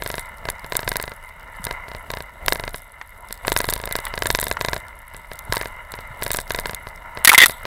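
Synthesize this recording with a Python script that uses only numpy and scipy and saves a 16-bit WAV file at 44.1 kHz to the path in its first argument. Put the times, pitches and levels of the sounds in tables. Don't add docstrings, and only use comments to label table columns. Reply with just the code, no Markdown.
import sys
import numpy as np
from scipy import signal
from scipy.fft import rfft, irfft
from scipy.io import wavfile
from scipy.ndimage import uniform_filter1d

SR = 44100
rng = np.random.default_rng(int(sys.argv[2]) if len(sys.argv) > 2 else 0)


def log_audio(samples):
    frames = np.atleast_2d(samples).T
    limited = np.clip(frames, -1, 1)
    pcm = np.round(limited * 32767).astype(np.int16)
    wavfile.write(sys.argv[1], SR, pcm)


N = 337792
TIME = np.arange(N) / SR
FREQS = np.fft.rfftfreq(N, 1 / SR)

# (time [s], hiss level [dB])
SKI_PRESSURE = [(0.0, -42), (0.47, -40), (1.43, -44), (1.68, -36.5), (1.82, -40), (2.38, -45), (2.6, -40),
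                (2.86, -48), (3.36, -45), (3.5, -40), (3.88, -42.5), (4.07, -33.5), (4.18, -41),
                (4.45, -43), (4.64, -37), (5.05, -47), (5.38, -44), (5.56, -36.5), (5.85, -41.5),
                (6.2, -38), (6.43, -45), (6.52, -38), (6.98, -43), (7.2, -38), (7.66, -40)]
# (centre [Hz], nominal width [Hz], level [dB])
CASE_RESONANCES = [(593, 154, -9.5), (954, 195, 0), (1384, 224, -2), (1764, 160, -7), (2056, 167, 2.5),
                   (2880, 290, -15), (3830, 210, -24), (7700, 100, -28)]
# (frequency [Hz], density [dB])
RUMBLE_SPECTRUM = [(10, -25), (27, 2), (40, -2), (55, -5), (90, -11), (200, -27), (500, -46)]
BUFFET_SPECTRUM = [(30, -24), (70, 1), (120, -7.5), (200, -5), (320, -12), (700, 1), (2000, -88)]
# (frequency [Hz], density [dB])
CRYSTAL_SPECTRUM = [(3000, -23), (7000, -12), (8500, 0), (11000, 8), (14500, -3.5), (16000, -29)]
GRIT_SPECTRUM = [(1500, -11), (3000, -10), (3600, -6), (5100, -2), (6400, -10), (9000, -4), (15000, -9.5)]
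FIZZ_SPECTRUM = [(2000, -19.5), (3700, 20), (5000, -6.5), (7300, -23), (7900, 18.5), (9000, -19),
                 (10800, 7.5), (13000, 6.5), (15200, 4.5), (16000, -18.5)]
# (first knock [s], last knock [s], first knock level [dB],
# last knock level [dB], loosened snow [dB against the knocks])
RATTLING_BUMPS = [(0.022, 0.181, -23, -24, -3), (0.454, 0.487, -26.5, -20, -14),
                  (0.645, 0.645, -30, -30, -10), (0.722, 0.753, -20, -21, -9),
                  (0.792, 0.831, -22.5, -27.5, -9), (0.877, 0.957, -18.5, -20.5, -10),
                  (0.999, 1.118, -23, -30.5, -13), (1.668, 1.710, -22, -22.5, -16),
                  (1.883, 1.949, -33, -29, -14), (2.103, 2.205, -23, -27.5, -11),
                  (2.482, 2.523, -12.5, -14, -12), (2.557, 2.678, -25, -24, -12),
                  (2.744, 2.744, -26, -26, -2), (3.308, 3.308, -32, -32, -1),
                  (3.480, 3.519, -15, -14.5, -7.5), (3.564, 3.643, -14.5, -21, -6),
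                  (3.688, 3.800, -18, -29, -2), (3.838, 3.911, -25.5, -26, -11),
                  (3.954, 3.988, -18.5, -25, -10), (4.139, 4.177, -23.5, -21.5, -12),
                  (4.222, 4.257, -17, -18, -10), (4.303, 4.349, -14.5, -14, -7),
                  (4.388, 4.468, -19, -22, -1), (4.513, 4.513, -17, -17, -13),
                  (4.611, 4.685, -17.5, -18.5, -11), (4.732, 4.764, -17.5, -24, -10),
                  (5.146, 5.146, -34, -34, -2), (5.316, 5.316, -29, -29, -7), (5.524, 5.657, -15, -25, -9),
                  (5.939, 5.989, -27.5, -31.5, -10), (6.223, 6.387, -21.5, -21, -3),
                  (6.506, 6.588, -19.5, -20.5, -8), (6.657, 6.733, -20, -30, -10),
                  (6.870, 6.870, -31, -31, -8), (7.173, 7.173, -26, -26, -13),
                  (7.496, 7.496, -23.5, -23.5, 0), (7.653, 7.653, -23.5, -23.5, -9)]
# (time [s], level [dB], pitch [Hz])
GROUND_JOLTS = [(0.865, -23, 104), (1.596, -27, 186), (1.641, -25, 110), (3.678, -17, 89),
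                (5.495, -15.5, 105), (6.105, -27, 120)]
# (nominal pitch [Hz], nominal width [Hz], level [dB])
MOUNT_RESONANCES = [(76, 123, 6), (437, 108, 8.5), (584, 176, 5.5), (950, 77, 11), (1617, 192, 7.5),
                    (1974, 47, 5), (2860, 150, -15.5), (3757, 130, 1), (4110, 220, -11), (4980, 210, -12)]
# (mean delay [s], scatter of the delay [s], level [dB])
SNOW_LANDINGS = [(.014, .0014, -2.5), (.028, .004, -12)]
# (time [s], level [dB])
ICY_GRAINS = [(0.501, -21), (0.768, -14), (0.891, -19), (0.968, -18), (1.026, -25), (1.642, -26),
              (1.651, -23.5), (2.462, -24), (2.532, -23), (3.326, -25), (3.471, -24), (3.589, -20.5),
              (3.704, -21), (3.737, -18), (3.856, -25), (3.925, -20.5), (3.964, -24), (4.053, -25),
              (4.270, -17.5), (4.414, -19.5), (4.441, -22), (5.391, -29), (5.558, -24), (5.920, -32),
              (6.233, -24), (6.316, -17.5), (6.333, -22), (6.341, -22), (6.370, -20.5), (6.747, -24)]
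# (frequency [Hz], density [dB])
TICK_SPECTRUM = [(300, -23), (1000, -5.5), (2000, -1.5), (3000, -17), (3600, 1), (5000, -7.5), (6300, -8.5),
                 (8500, 1.5), (11000, 0), (15000, -1.5), (17000, -28.5)]
# (time [s], level [dB], ring pitch [Hz])
SNOW_CLUMPS = [(3.013, -29, 1920), (3.449, -26.5, 1030), (4.067, -24.5, 1950), (4.269, -24, 1750),
               (4.569, -21, 1050), (5.541, -25.5, 1000), (5.551, -31, 1800), (5.631, -31, 1960)]
# (time [s], ring level [dB], ring pitch [Hz], crack level [dB])
TWIG_STRIKES = [(7.2479, -1, 2000, 2), (7.2737, 9, 1850, 2.5), (7.2920, 8, 2188, 4), (7.3170, 0, 1324, -20),
                (7.3300, -3, 1080, -11), (7.3360, -2, 976, -14), (7.3462, 2, 2050, -9),
                (7.3785, 9, 2086, 7), (7.3880, 2, 1960, -13), (7.4022, 4, 2010, -19),
                (7.4161, 6, 1956, -11), (7.4235, 4, 2000, -11), (7.4348, 7, 1930, -13),
                (7.4589, -15, 1310, -5)]
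# (frequency [Hz], density [dB])
CRACK_SPECTRUM = [(300, -19), (1000, 5), (3000, 8), (5300, 4.5), (7000, 2), (9500, 8), (11200, 10.5),
                  (14000, 4.5), (16000, -8)]

GLIDE_RUMBLE_DB, GLIDE_BUFFET_DB, GLIDE_SPRAY_DB = -44, -53, -63.5
AIR_FOLLOWS_HISS = .6
SHAKE_RUMBLE_DB, SHAKE_BUFFET_DB, SHAKE_GROWTH = -38, -45, .6
CARVE_HISS_DB, CARVE_SPRAY_DB, CARVE_GROWTH = -35, -53, 4.5
SNOW_SPRAY_DB, TWIG_SPRAY_DB = -25.5, -47.5
RATTLE_S = .039
JOLT_LEAD_S, JOLT_DB, JOLT_HZ = .010, -9, 85
LANDING_SCATTER_DB = 2.5
SOONER_S_PER_DB = .0005
TWIG_BOUNCE_S, TWIG_BOUNCE_DB = .0058, -8
TOP_HZ = 15700


def undb(db):
    return 10 ** (np.asarray(db) / 20)


def power_sum(*levels_db):
    return 10 * np.log10(sum(undb(db) ** 2 for db in levels_db))


def unit(x):
    return x / np.sqrt(np.mean(x ** 2))


def unit_energy(x):
    return x / np.linalg.norm(x)


def curves(table):
    s, *columns = np.transpose(table)
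    return [np.interp(TIME, s, column) for column in columns]


def swell(times, levels_db, hold_s, rise_db_per_s, fall_db_per_s):
    coarse = TIME[::64]
    since = coarse - times[:, None]
    before = rise_db_per_s * np.maximum(-since, 0)
    after = fall_db_per_s * np.maximum(since - hold_s, 0)
    return np.interp(TIME, coarse, np.max(levels_db[:, None] - before - after, axis=0))


def walk(rate):
    k = int(SR / rate)
    steps = np.repeat(rng.standard_normal(N // k + 1), k)
    smooth = uniform_filter1d(uniform_filter1d(steps, k), k)
    return unit(smooth[:N])


def add(track, s, sound):
    start = int(np.clip(s * SR, 0, N - 1))
    track[start:start + len(sound)] += sound[:N - start]


def colour(x, points):
    hz, db = np.transpose(points)
    gain = unit(undb(np.interp(np.log(FREQS + 1), np.log(hz), db)))
    cepstrum = irfft(np.log(gain), N)
    cepstrum[1:N // 2] *= 2
    cepstrum[N // 2 + 1:] = 0
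    return irfft(rfft(x) * np.exp(rfft(cepstrum)), N)


def resonate(x, hz, width):
    return signal.lfilter(*signal.iirpeak(hz, hz / width, fs=SR), x)


def grains(per_s, spread_db):
    size = undb(spread_db * np.minimum(rng.exponential(size=N), 4))
    landed = rng.random(N) < per_s / SR
    return unit(landed * size * rng.choice([-1, 1], N))


def burst(t, rise_s, decay_s):
    envelope = (1 - np.exp(-t / rise_s)) ** 2 * np.exp(-t / decay_s)
    return unit_energy(rng.standard_normal(len(t)) * envelope)


def skis(hiss_db):
    shear = rng.standard_normal(N) + 1.04 * grains(per_s=1500, spread_db=6.0)
    hollow = np.zeros(N)
    for k, (hz, nominal_width, db) in enumerate(CASE_RESONANCES):
        width = 1.09 * nominal_width
        waver = undb(1.4 * walk(22))
        ringing = resonate(resonate(shear, hz, width), hz, width)
        hollow += (-1) ** k * undb(db) * waver * ringing
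    leak = resonate(rng.standard_normal(N), 1300, 1500)
    flutter_db = 0.8 * walk(30)
    return (unit(hollow) + undb(-36) * unit(leak)) * undb(hiss_db + 1.2 + flutter_db)


def air(rumble_db, buffet_db):
    rumble = colour(rng.standard_normal(N), RUMBLE_SPECTRUM) * undb(rumble_db - .7)
    gusts = undb(3 * walk(40))
    buffet = colour(rng.standard_normal(N), BUFFET_SPECTRUM) * gusts * undb(buffet_db - 1)
    return rumble + buffet


def crackle(per_s, spread_db, decay_s):
    impacts = grains(per_s, spread_db) ** 2 + 1e-12
    energy = signal.lfilter([1], [1, -np.exp(-2 / (decay_s * SR))], impacts)
    return unit(np.sqrt(energy) * rng.standard_normal(N))


def spray(spray_db):
    fine = colour(crackle(per_s=170, spread_db=5.5, decay_s=.0008), CRYSTAL_SPECTRUM)
    coarse = colour(crackle(per_s=60, spread_db=5, decay_s=.0009), GRIT_SPECTRUM)
    fizz = colour(rng.standard_normal(N), FIZZ_SPECTRUM) * undb(-1.5 + 2.6 * walk(60))
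    return (fizz + undb(5) * fine + undb(2.5) * coarse) * undb(spray_db)


def ride(knocks):
    hiss_db, = curves(SKI_PRESSURE)
    knock_s, knock_db, snow_db = knocks.T
    twig_s, twig_db = np.transpose(TWIG_STRIKES)[:2]

    shake_peaks_db = SHAKE_GROWTH * (knock_db - knock_db.mean())
    shake_db = swell(knock_s, shake_peaks_db, hold_s=.02, rise_db_per_s=190, fall_db_per_s=200)
    speed_db = AIR_FOLLOWS_HISS * (hiss_db - hiss_db.mean())
    rumble_db = power_sum(GLIDE_RUMBLE_DB + speed_db, SHAKE_RUMBLE_DB + shake_db)
    buffet_db = power_sum(GLIDE_BUFFET_DB + speed_db, SHAKE_BUFFET_DB + shake_db)

    carve_db = CARVE_SPRAY_DB + CARVE_GROWTH * (hiss_db - CARVE_HISS_DB)
    thrown_db = swell(knock_s, snow_db, hold_s=.02, rise_db_per_s=320, fall_db_per_s=200)
    shed_db = swell(twig_s, twig_db, hold_s=.03, rise_db_per_s=500, fall_db_per_s=130)
    spray_db = power_sum(GLIDE_SPRAY_DB, carve_db, SNOW_SPRAY_DB + thrown_db, TWIG_SPRAY_DB + shed_db)
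    return skis(hiss_db) + air(rumble_db, buffet_db) + spray(spray_db)


def knock_series():
    rows = []
    for first_s, last_s, first_db, last_db, snow_db in RATTLING_BUMPS:
        swings = round(abs(last_s - first_s) / RATTLE_S)
        series = np.linspace((first_s, first_db), (last_s, last_db), swings + 1)
        rows += [(s, db, db + snow_db) for s, db in series]
    return np.array(rows)


def jolts(knocks):
    out, t = np.zeros(N), TIME[:4096]
    shakes = list(GROUND_JOLTS)
    for s, knock_db, _ in knocks:
        hz = JOLT_HZ * np.exp(.3 * rng.standard_normal())
        shakes.append((s - JOLT_LEAD_S, knock_db + JOLT_DB, hz))
    envelope = (1 - np.exp(-t / 0.0029)) * np.exp(-t / 0.0081)
    for s, level_db, hz in shakes:
        add(out, s, np.sin(2 * np.pi * hz * t) * envelope * undb(level_db + 0.5))
    return out


def rattle(knocks):
    out, t = np.zeros(N), TIME[:2048]
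    hz, width, db = np.transpose(MOUNT_RESONANCES)[:, :, None]
    soft_stop = signal.butter(10, 5450, fs=SR, output="sos")
    scuff_filter = signal.butter(1, 7000, fs=SR, output="sos")
    for s, level_db, _ in knocks:
        force = (level_db + 22) / 10
        detune, scatter = rng.standard_normal((2, len(hz), 1))
        brightness_db = 2.0 * force * np.log2(hz / 1000)
        weight = width * undb(db + 0.94 * scatter + brightness_db)
        damping = np.pi * width * (1 + 1.04 * max(force - .4, 0))
        pitch = hz * (1 + .01 * detune)
        modes = weight * np.exp(-damping * t) * np.cos(2 * np.pi * pitch * t)
        ring = signal.sosfilt(soft_stop, np.sum(modes, axis=0))
        for slow_hz in (1100, 1900):
            ring = ring - 2 * resonate(ring, slow_hz, 1000)
        scuff = signal.sosfilt(scuff_filter, burst(t, 0.00026, 0.0016))
        knock = (unit_energy(ring) + scuff * undb(-9.5 + 8.4 * force)) * undb(level_db + 24.5)
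        add(out, s, knock)
        bounce_s = 0.002186 * (1 + 0.05 * rng.standard_normal())
        add(out, s + bounce_s, -undb(-14) * knock)
    return out


def ticks(knocks):
    out, t = np.zeros(N), TIME[:1024]
    hits = list(ICY_GRAINS)
    for s, knock_db, snow_db in knocks:
        sooner_s = SOONER_S_PER_DB * (knock_db - knocks[:, 1].mean())
        for delay_s, scatter_s, lot_db in SNOW_LANDINGS:
            late, size = rng.standard_normal(2)
            landing_s = s + delay_s - sooner_s + scatter_s * late
            hits.append((landing_s, snow_db + lot_db + LANDING_SCATTER_DB * size))
    for s, level_db in hits:
        shatter = burst(t, 0.0005, 0.0006) + 0.21 * burst(t, 0.0015, 0.0015)
        add(out, s - .0005, shatter * undb(level_db + 22.5))
    return colour(out, TICK_SPECTRUM)


def clumps():
    out, t = np.zeros(N), TIME[:2048]
    envelope = (1 - np.exp(-t / 0.00081)) * np.exp(-t / 0.0017)
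    for s, level_db, hz in SNOW_CLUMPS:
        ring = np.sin(2 * np.pi * hz * t) * envelope
        smear = resonate(resonate(burst(t, 0.00018, 0.0033), 1400, 1300), 1400, 1300)
        add(out, s, (unit_energy(ring) + unit_energy(smear)) * undb(level_db + 22.5))
    return out


def twigs():
    rings, cracks, t = np.zeros(N), np.zeros(N), TIME[:4096]
    envelope = (1 - np.exp(-t / 0.0011)) * np.exp(-t / 0.0029)
    for s, ring_db, hz, crack_db in TWIG_STRIKES:
        wall = np.sin(2 * np.pi * hz * t) * envelope
        rim_db = np.interp(s, [7.335, 7.375], [-20, -9.5])
        for delay_s, touch_db in ((0, 0), (TWIG_BOUNCE_S, TWIG_BOUNCE_DB)):
            rim_hz = 3460 * (1 + 0.025 * rng.standard_normal())
            rim = undb(rim_db) * np.sin(2 * np.pi * rim_hz * t) * np.exp(-t / 0.0026)
            drag = unit_energy(resonate(burst(t, .0006, 0.0041), 1.01 * hz, 0.47 * hz))
            ring = (wall + rim + undb(6) * drag) * undb(ring_db + touch_db + 3.5)
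            crack = burst(t, 0.00053, 0.0014) * undb(crack_db + touch_db + 20.0)
            add(rings, s + delay_s, ring)
            add(cracks, s + delay_s, crack)
    return rings + colour(cracks, CRACK_SPECTRUM)


def scene():
    knocks = knock_series()
    mono = ride(knocks) + jolts(knocks) + rattle(knocks) + ticks(knocks) + clumps() + twigs()
    return np.array([mono, mono])


def record(dry):
    clipped = np.clip(dry, -1, 1)
    top_cut = signal.ellip(8, .2, 70, TOP_HZ, fs=SR, output="sos")
    return signal.sosfilt(top_cut, clipped)


dry = scene()
out = record(dry)
log_audio(out)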